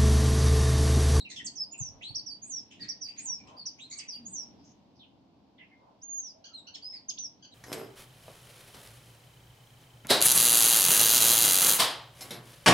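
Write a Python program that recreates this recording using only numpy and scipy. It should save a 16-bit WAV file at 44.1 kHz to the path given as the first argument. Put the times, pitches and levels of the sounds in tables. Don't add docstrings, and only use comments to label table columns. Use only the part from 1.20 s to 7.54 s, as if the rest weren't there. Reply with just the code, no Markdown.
import sys
import numpy as np
from scipy import signal
from scipy.fft import rfft, irfft, next_fast_len
from scipy.io import wavfile
from scipy.ndimage import uniform_filter1d, map_coordinates

SR = 44100
rng = np.random.default_rng(int(sys.argv[2]) if len(sys.argv) > 2 else 0)


def master_out(mix):
    frames = np.transpose(np.atleast_2d(mix))
    ceiling = np.clip(frames, -1, 1)
    pcm = np.round(ceiling * 32767).astype(np.int16)
    wavfile.write(sys.argv[1], SR, pcm)


N = 279594


def amp(db):
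    return 10 ** (np.asarray(db) / 20)


def unit(x):
    return x / np.sqrt(np.mean(x ** 2) + 1e-20)


def along(points, hz):
    knots_hz, values = np.transpose(points)
    return np.interp(np.log(hz + 1), np.log(knots_hz + 1), values)


def wobble(rate_hz, size):
    knots = rng.standard_normal(int(size * rate_hz / SR) + 4)
    return map_coordinates(knots, [np.arange(size) * rate_hz / SR])


def filtered(x, response):
    size = next_fast_len(N + SR // 2)
    return irfft(rfft(x, size) * response(np.fft.rfftfreq(size, 1 / SR)), size)[..., :N]


def add(track, time_s, sound):
    start = int(np.clip(round(time_s * SR), 0, N - 1))
    track[:, start:start + sound.shape[1]] += sound[:, :N - start]


def gate(t, edge_s):
    return np.sin(np.pi / 2 * np.clip(np.minimum(t - t[0], t[-1] - t) / edge_s, 0, 1)) ** 2


def swells_db(rows):
    t = np.arange(N) / SR
    return sum(rise_db * np.exp(-((t - time_s) / width_s) ** 2) for time_s, width_s, rise_db in rows)


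# (frequency [Hz], left-right correlation [ratio])
COHERENCE = [(40, 0.53), (120, 0.75), (260, 0.9), (500, .45), (1000, 0.25), (4000, 0)]

def stereo_noise(spectrum):
    def response(hz):
        angle = np.arccos(np.clip(along(COHERENCE, hz), -1, 1)) / 2
        return amp(along(spectrum, hz)) * np.array([np.cos(angle), np.sin(angle)])
    mid, side = filtered(rng.standard_normal((2, N)), response)
    return unit(np.array([mid + side, mid - side]))


# (frequency [Hz], relative density [dB])
RUMBLE_SPECTRUM = [(25, -22), (50, -17.5), (85, -5.5), (120, -3.5), (160, -4.5), (204, 0), (235, -2.5),
                   (290, 1), (345, -9), (450, -15.5), (650, -29.5), (1100, -79)]
MURK_SPECTRUM = [(250, -18), (420, 0.5), (700, 5), (1000, 1.5), (1200, -9.5), (1600, -15.5), (2500, -49.5)]
HISS_SPECTRUM = [(600, -14), (1500, -5.5), (3000, 0), (5000, -2), (7000, -15), (9500, -26.5),
                 (15000, -25.5)]
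# (time [s], relative level [dB])
RUMBLE_DRIFT = [(0.0, -62), (0.35, -64.5), (3.0, -65), (3.16, -61), (4.98, -68.5), (6.34, -65)]
HISS_DRIFT = [(0, -73.5), (3.3, -71), (3.8, -77), (4.1, -77.5), (5.2, -76.5), (6.34, -74.5)]
# (time [s], half width [s], rise [dB])
RUMBLE_RISES = [(.25, 0.12, 5), (1.63, 0.052, 10), (2.03, .05, 3), (2.26, 0.083, 6), (3.07, 0.064, 5),
                (3.37, 0.082, 4)]
MURK_RISES = [(.52, 0.17, 3), (.77, .07, 7.5), (2.08, 0.034, 5), (2.33, 0.0905, 11.5), (3.28, 0.26, 4.5),
              (4.68, .08, 7), (5.55, .2, 2.5)]

def outdoors(rumble_gain_db=2, murk_db=-69):
    t = np.arange(N) / SR
    rumble_db = np.interp(t, *np.transpose(RUMBLE_DRIFT)) + rumble_gain_db
    rumble = amp(rumble_db + swells_db(RUMBLE_RISES)) * stereo_noise(RUMBLE_SPECTRUM)
    murk = amp(murk_db + swells_db(MURK_RISES)) * stereo_noise(MURK_SPECTRUM)
    hiss = amp(np.interp(t, *np.transpose(HISS_DRIFT))) * stereo_noise(HISS_SPECTRUM)
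    return rumble + murk + hiss


def hum():
    out, t = np.zeros((2, N)), np.arange(int(.2 * SR)) / SR
    pitch_hz = np.linspace(255, 175, len(t)) * (1 + .061 * wobble(76, len(t)))
    tone = amp(-51) * np.sin(2 * np.pi * np.cumsum(pitch_hz) / SR) * gate(t, edge_s=.047)
    add(out, time_s=2.96, sound=np.array([tone, tone]))
    return out


# (time [s], pitch [Hz], level [dB], tick level [dB], blow left minus right [dB])
BUMPS = [(0.603, 122, -39.5, -51, 23), (.895, 115.3, -48, -45, -17)]

def camera_bumps(shudder_t60_s=1.04, tick_t60_s=.06, tick_hz=830):
    out, t = np.zeros((2, N)), np.arange(SR // 3) / SR
    for time_s, hz, level_db, tick_db, pan_db in BUMPS:
        blow = np.exp(-((t - .0145) / .0081) ** 2) * np.sin(2 * np.pi * hz * t)
        shudder = amp(-9 - 60 * t / shudder_t60_s) * np.sin(2 * np.pi * hz * t * .82)
        shudder *= gate(t, edge_s=.017)
        tick = amp(tick_db - 60 * t / tick_t60_s) * np.sin(2 * np.pi * tick_hz * t)
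        tick *= gate(t, edge_s=.005)
        ports = []
        for side in (1, -1):
            thud = amp(side * pan_db / 2) * blow + shudder * wobble(110, len(t))
            ports.append(amp(level_db) * thud + tick * wobble(300, len(t)))
        add(out, time_s, np.array(ports))
    return out


# (frequency [Hz], T60 [s])
GARDEN_DECAY = [(600, .45), (3000, .34), (5500, .26), (12000, .22)]

def garden(x, direct_db, early_db, tail_db, pan_db=0):
    build_s, early_t60_s, right_lag_samples = .011, .09, 9
    hz, t, bands = signal.stft(rng.standard_normal((2, SR // 2)), SR, nperseg=256)
    decay = amp(-60 * t / along(GARDEN_DECAY, hz)[:, None])
    _, tail = signal.istft(bands * decay * np.clip(t / build_s, 0, 1), SR, nperseg=256)
    paths = amp(tail_db) * tail / np.linalg.norm(tail[0])
    delay_s = np.arange(paths.shape[1]) / SR
    early = rng.standard_normal(paths.shape) ** 3
    early *= amp(-60 * delay_s / early_t60_s) * (delay_s > .001)
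    paths += amp(early_db) * early / np.linalg.norm(early, axis=1, keepdims=True)
    paths[0, 0] += amp(direct_db + pan_db / 2)
    paths[1, right_lag_samples] += amp(direct_db - pan_db / 2)
    return signal.fftconvolve(x[None], paths, axes=1)


# (time [s], length [s], start pitch [Hz], end pitch [Hz], source level [dB])
ANSWERS = [(1.225, .06, 2400, 2520, -76), (1.351, 0.039, 4280, 3870, -67), (2.04, .085, 840, 1018, -65),
           (2.26, .12, 1058, 1023, -60), (2.72, 0.095, 1183, 1155, -72), (2.927, 0.052, 3420, 2634, -62.5),
           (3.378, 0.1, 5030, 5560, -70.5), (3.433, 0.091, 6180, 6050, -67),
           (3.747, 0.054, 5200, 4960, -71), (3.787, 0.059, 4010, 2835, -59), (4.375, 0.06, 3290, 2470, -59),
           (4.379, 0.055, 2067, 2110, -59.5), (4.504, 0.045, 2235, 1965, -65.5),
           (4.601, 0.094, 1002, 1042, -68), (5.047, 0.032, 3550, 3665, -71.5),
           (5.138, 0.07, 660, 663, -62.5), (5.28, 0.052, 1425, 1286, -71)]

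def far_birds():
    out = np.zeros((2, N))
    for time_s, length_s, start_hz, end_hz, level_db in ANSWERS:
        t = np.arange(int(length_s * SR)) / SR
        pitch_hz = np.linspace(start_hz, end_hz, len(t)) * (1 + .07 * wobble(1200, len(t)))
        tone = unit(np.sin(2 * np.pi * np.cumsum(pitch_hz) / SR))
        call = amp(level_db) * tone * gate(t, edge_s=.007)
        add(out, time_s, garden(call, direct_db=-13, early_db=.5, tail_db=-4))
    return out


# (time [s], length [s], pitch [Hz], throat resonance [Hz], source level [dB], roughness [factor])
HOARSE_NOTES = [(0.086, 0.036, 2062, 4700, -47.5, 0.38), (0.15, 0.0374, 2865, 4740, -50, 0.6),
                (0.817, 0.04, 3390, 3500, -56.5, 0.82), (1.5, 0.037, 2887, 2997, -58, 0.75),
                (1.584, 0.073, 1950, 2418, -57, 0.9), (1.861, 0.062, 2680, 2500, -61, 0.77),
                (1.954, 0.06, 2350, 3110, -58, 1.3), (2.165, 0.043, 2410, 2170, -66.5, 0.46),
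                (2.267, 0.024, 2920, 3550, -59.5, 0.9), (2.582, 0.017, 3159, 5620, -58.5, 0.19),
                (2.704, 0.04, 2212, 5200, -46, 0.29), (2.783, 0.039, 2561, 2400, -50, 0.89),
                (5.236, 0.0395, 1560, 4630, -53, 0.17), (5.465, 0.026, 1455, 3800, -52.5, 0.18),
                (5.534, 0.028, 3100, 3500, -55, 0.7), (5.721, 0.038, 2180, 2870, -59.5, 0.68),
                (6.213, 0.04, 1558, 4260, -54, 0.17)]
ARCH_DEPTH = [(.2, .18), (.5, .1)]
# (frequency [Hz], gain [dB])
BEAK_RESPONSE = [(1200, -6), (1800, 5.5), (7000, 4), (8600, -1), (9800, -44.5), (15000, -23.5)]

def hoarse_notes(throat_half_width_oct=.83):
    out = np.zeros((2, N))
    harmonics = np.arange(1, 5)[:, None]
    for time_s, length_s, hz, throat_hz, level_db, roughness in HOARSE_NOTES:
        t = np.arange(int(length_s * SR)) / SR
        depth = np.interp(roughness, *np.transpose(ARCH_DEPTH))
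        arch = 1 + depth * (np.sin(np.pi * t / length_s) - np.pi / 4)
        jitter = 1 + .16 * roughness * wobble(1800, len(t))
        phase = 2 * np.pi * np.cumsum(hz * arch * jitter) / SR
        throat = 1 / (1 + (np.log2(harmonics * hz / throat_hz) / throat_half_width_oct) ** 2)
        stack = (throat * np.sin(harmonics * phase)).sum(axis=0)
        flutter = amp(8.4 * wobble(300, len(t)))
        note = amp(level_db) * unit(stack * flutter) * gate(t, edge_s=length_s / 4)
        add(out, time_s, garden(note, direct_db=-12.5, early_db=-3, tail_db=-1.5, pan_db=-7.5))
    return filtered(out, lambda hz: amp(along(BEAK_RESPONSE, hz)))


CONTOURS = { "arch": [(0, .755, -18), (.08, .78, -1.5), (.19, .89, -19), (.3, 1, -17.5),
            (.385, .955, -12.5), (.46, .785, -2), (.62, .695, -1.5), (.78, .668, 1), (.92, .635, -6.5),
            (1, .615, -8.5)], "slur": [(0, 1, -11), (.1, .965, 1.5), (.28, .82, -6), (.52, .767, -3.5),
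            (.76, .787, -7), (1, .785, -17)], "fall": [(0, 0.85, -18.5), (.08, 1, -5), (.26, .865, -5),
            (.5, .814, 2.5), (.75, .812, -2), (1, .725, -9)], "chip": [(0, .7, -14), (.27, 1, -0.5),
            (.45, .91, 0), (.7, .8, -13.5), (1, 0.77, -7)], "zip": [(0, .74, -14), (.12, .92, -8),
            (.29, 1, -4), (.42, .8, 0), (.56, .59, -3.5), (1, .525, -10)], "snap": [(0, .88, -21),
            (.27, 1, 0.5), (.45, 0.94, 0.5), (.58, .77, -5.5), (.73, .57, -15), (1, 0.395, -13.5)],
            "rise": [(0, .48, -10.5), (.17, .67, -3), (.29, .86, -0.5), (.56, .92, -1.5), (.78, 0.99, -2),
            (1, 0.94, -14)], "dome": [(0, .72, -24), (.035, .9, -8), (.09, 1, -3.5), (.42, 0.99, 2),
            (.58, .98, 3), (.72, .91, -3), (.85, .845, -1), (1, 0.71, -11.5)], "hook": [(0, .42, -6.5),
            (.08, .65, -7), (.14, 1, 1), (.28, 1, 0), (.58, .956, -2.5), (.83, .91, -1), (1, .8, -12.5)],
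            "bow": [(0, .86, -10), (.17, .94, -0.5), (.35, 0.96, -4.5), (.56, 0.99, -7.5), (.8, .935, -2),
            (1, .81, -16.5)], "sink": [(0, 1, -14), (.16, .86, -2), (.38, 0.78, -0.5), (.63, 0.75, -2),
            (.85, .72, -5), (1, .68, -7)], "pip": [(0, .975, -18), (.42, 1, 0), (1, 0.99, -23)],
            "peep": [(0, 0.94, -9), (.25, 1, -0.5), (.55, .93, 0), (1, .87, -9.5)], }
# (pitch [Hz], jitter [fraction of pitch])
PITCH_JITTER = [(2000, 0.043), (3300, 0.03), (4000, 0.0087), (6000, 0.0031), (6800, 0.00056), (8300, 0.016)]
# (pitch [Hz], level re fundamental [dB])
SECOND_HARMONIC = [(2500, -31), (4000, -25.5), (4800, -37.5), (5800, -54), (7000, -60)]
THIRD_HARMONIC = [(4200, -52), (4700, -42.5)]
# (pitch [Hz], left minus right [dB])
SINGER_PAN = [(4200, -0.5), (5000, -6)]
# (pitch [Hz], direct path gain [dB])
SINGER_DIRECT = [(4200, -7), (5000, -2.5)]
# (time [s], shape [name], length [s], top pitch [Hz], base level [dB])
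SONG = [ (0.0, "peep", 0.019, 4280, -40.5), (.045, "peep", 0.035, 2803, -45),
        (0.157, "peep", 0.042, 3440, -39.5), (0.196, "peep", .018, 2000, -44.5),
        (0.243, "zip", 0.05, 8150, -35), (0.352, "fall", 0.1, 6310, -38), (.51, "pip", 0.05, 6980, -40.5),
        (.576, "sink", .117, 7936, -38.5), (0.528, "peep", 0.037, 2777, -50),
        (0.808, "rise", 0.11, 4506, -41), (0.943, "chip", 0.058, 5890, -32),
        (1.06, "slur", .108, 5953, -39.5), (1.217, "arch", 0.19, 8480, -37.5),
        (1.602, "peep", .046, 4850, -41), (1.681, "chip", 0.042, 6003, -32.5),
        (1.809, "slur", 0.11, 6038, -37), (1.973, "arch", 0.19, 8510, -35.5),
        (2.366, "peep", 0.062, 4881, -44.5), (2.453, "chip", 0.039, 6050, -33.5),
        (2.583, "rise", .08, 4246, -46.5), (2.698, "peep", 0.044, 7100, -46),
        (2.771, "zip", .04, 8350, -39), (2.879, "slur", .118, 6033, -39.5),
        (3.051, "arch", .19, 8510, -38.5), (4.813, "dome", 0.3, 6720, -42.5),
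        (5.329, "peep", .075, 4250, -46), (5.533, "snap", 0.033, 4410, -45.5),
        (5.546, "chip", .027, 5680, -44.5), (5.621, "bow", 0.17, 5300, -41.5),
        (5.882, "snap", 0.03, 6660, -31.5), (5.974, "hook", .1, 6130, -38.5),
        (6.314, "peep", 0.041, 4050, -50.5), ]

def whistles():
    out = np.zeros((2, N))
    for time_s, shape, length_s, top_hz, base_db in SONG:
        position, pitch_ratio, contour_db = np.transpose(CONTOURS[shape])
        t = np.arange(int(length_s * SR)) / SR
        pitch_hz = top_hz * uniform_filter1d(np.interp(t / length_s, position, pitch_ratio), size=180)
        slide_oct_per_s = np.abs(np.gradient(np.log2(pitch_hz))) * SR
        jitter = along(PITCH_JITTER, pitch_hz) + .0009 * np.minimum(slide_oct_per_s, 75)
        phase = 2 * np.pi * np.cumsum(pitch_hz * (1 + jitter * wobble(1100, len(t)))) / SR
        flicker = amp(5.4 * wobble(60, len(t))) * (1 + .61 * wobble(900, len(t)))
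        second = amp(along(SECOND_HARMONIC, pitch_hz)) * np.sin(2 * phase)
        third = amp(along(THIRD_HARMONIC, pitch_hz)) * np.sin(3 * phase) * (3 * pitch_hz < SR / 2)
        tone = np.sin(phase) + flicker * (second + third)
        level_db = base_db + np.interp(t / length_s, position, contour_db) + .55 * wobble(120, len(t))
        note = np.sqrt(2) * amp(level_db) * tone * gate(t, edge_s=.003)
        pan_db = along(SINGER_PAN, pitch_hz.mean())
        direct_db = along(SINGER_DIRECT, pitch_hz.mean())
        add(out, time_s, garden(note, direct_db, early_db=-1.5, tail_db=-7, pan_db=pan_db))
    return out


def scene():
    return whistles() + hoarse_notes() + far_birds() + camera_bumps() + hum() + outdoors()


def record(dry, band_limit_hz=15300):
    return filtered(dry, lambda hz: hz < band_limit_hz)


dry = scene()
out = record(dry)
master_out(out)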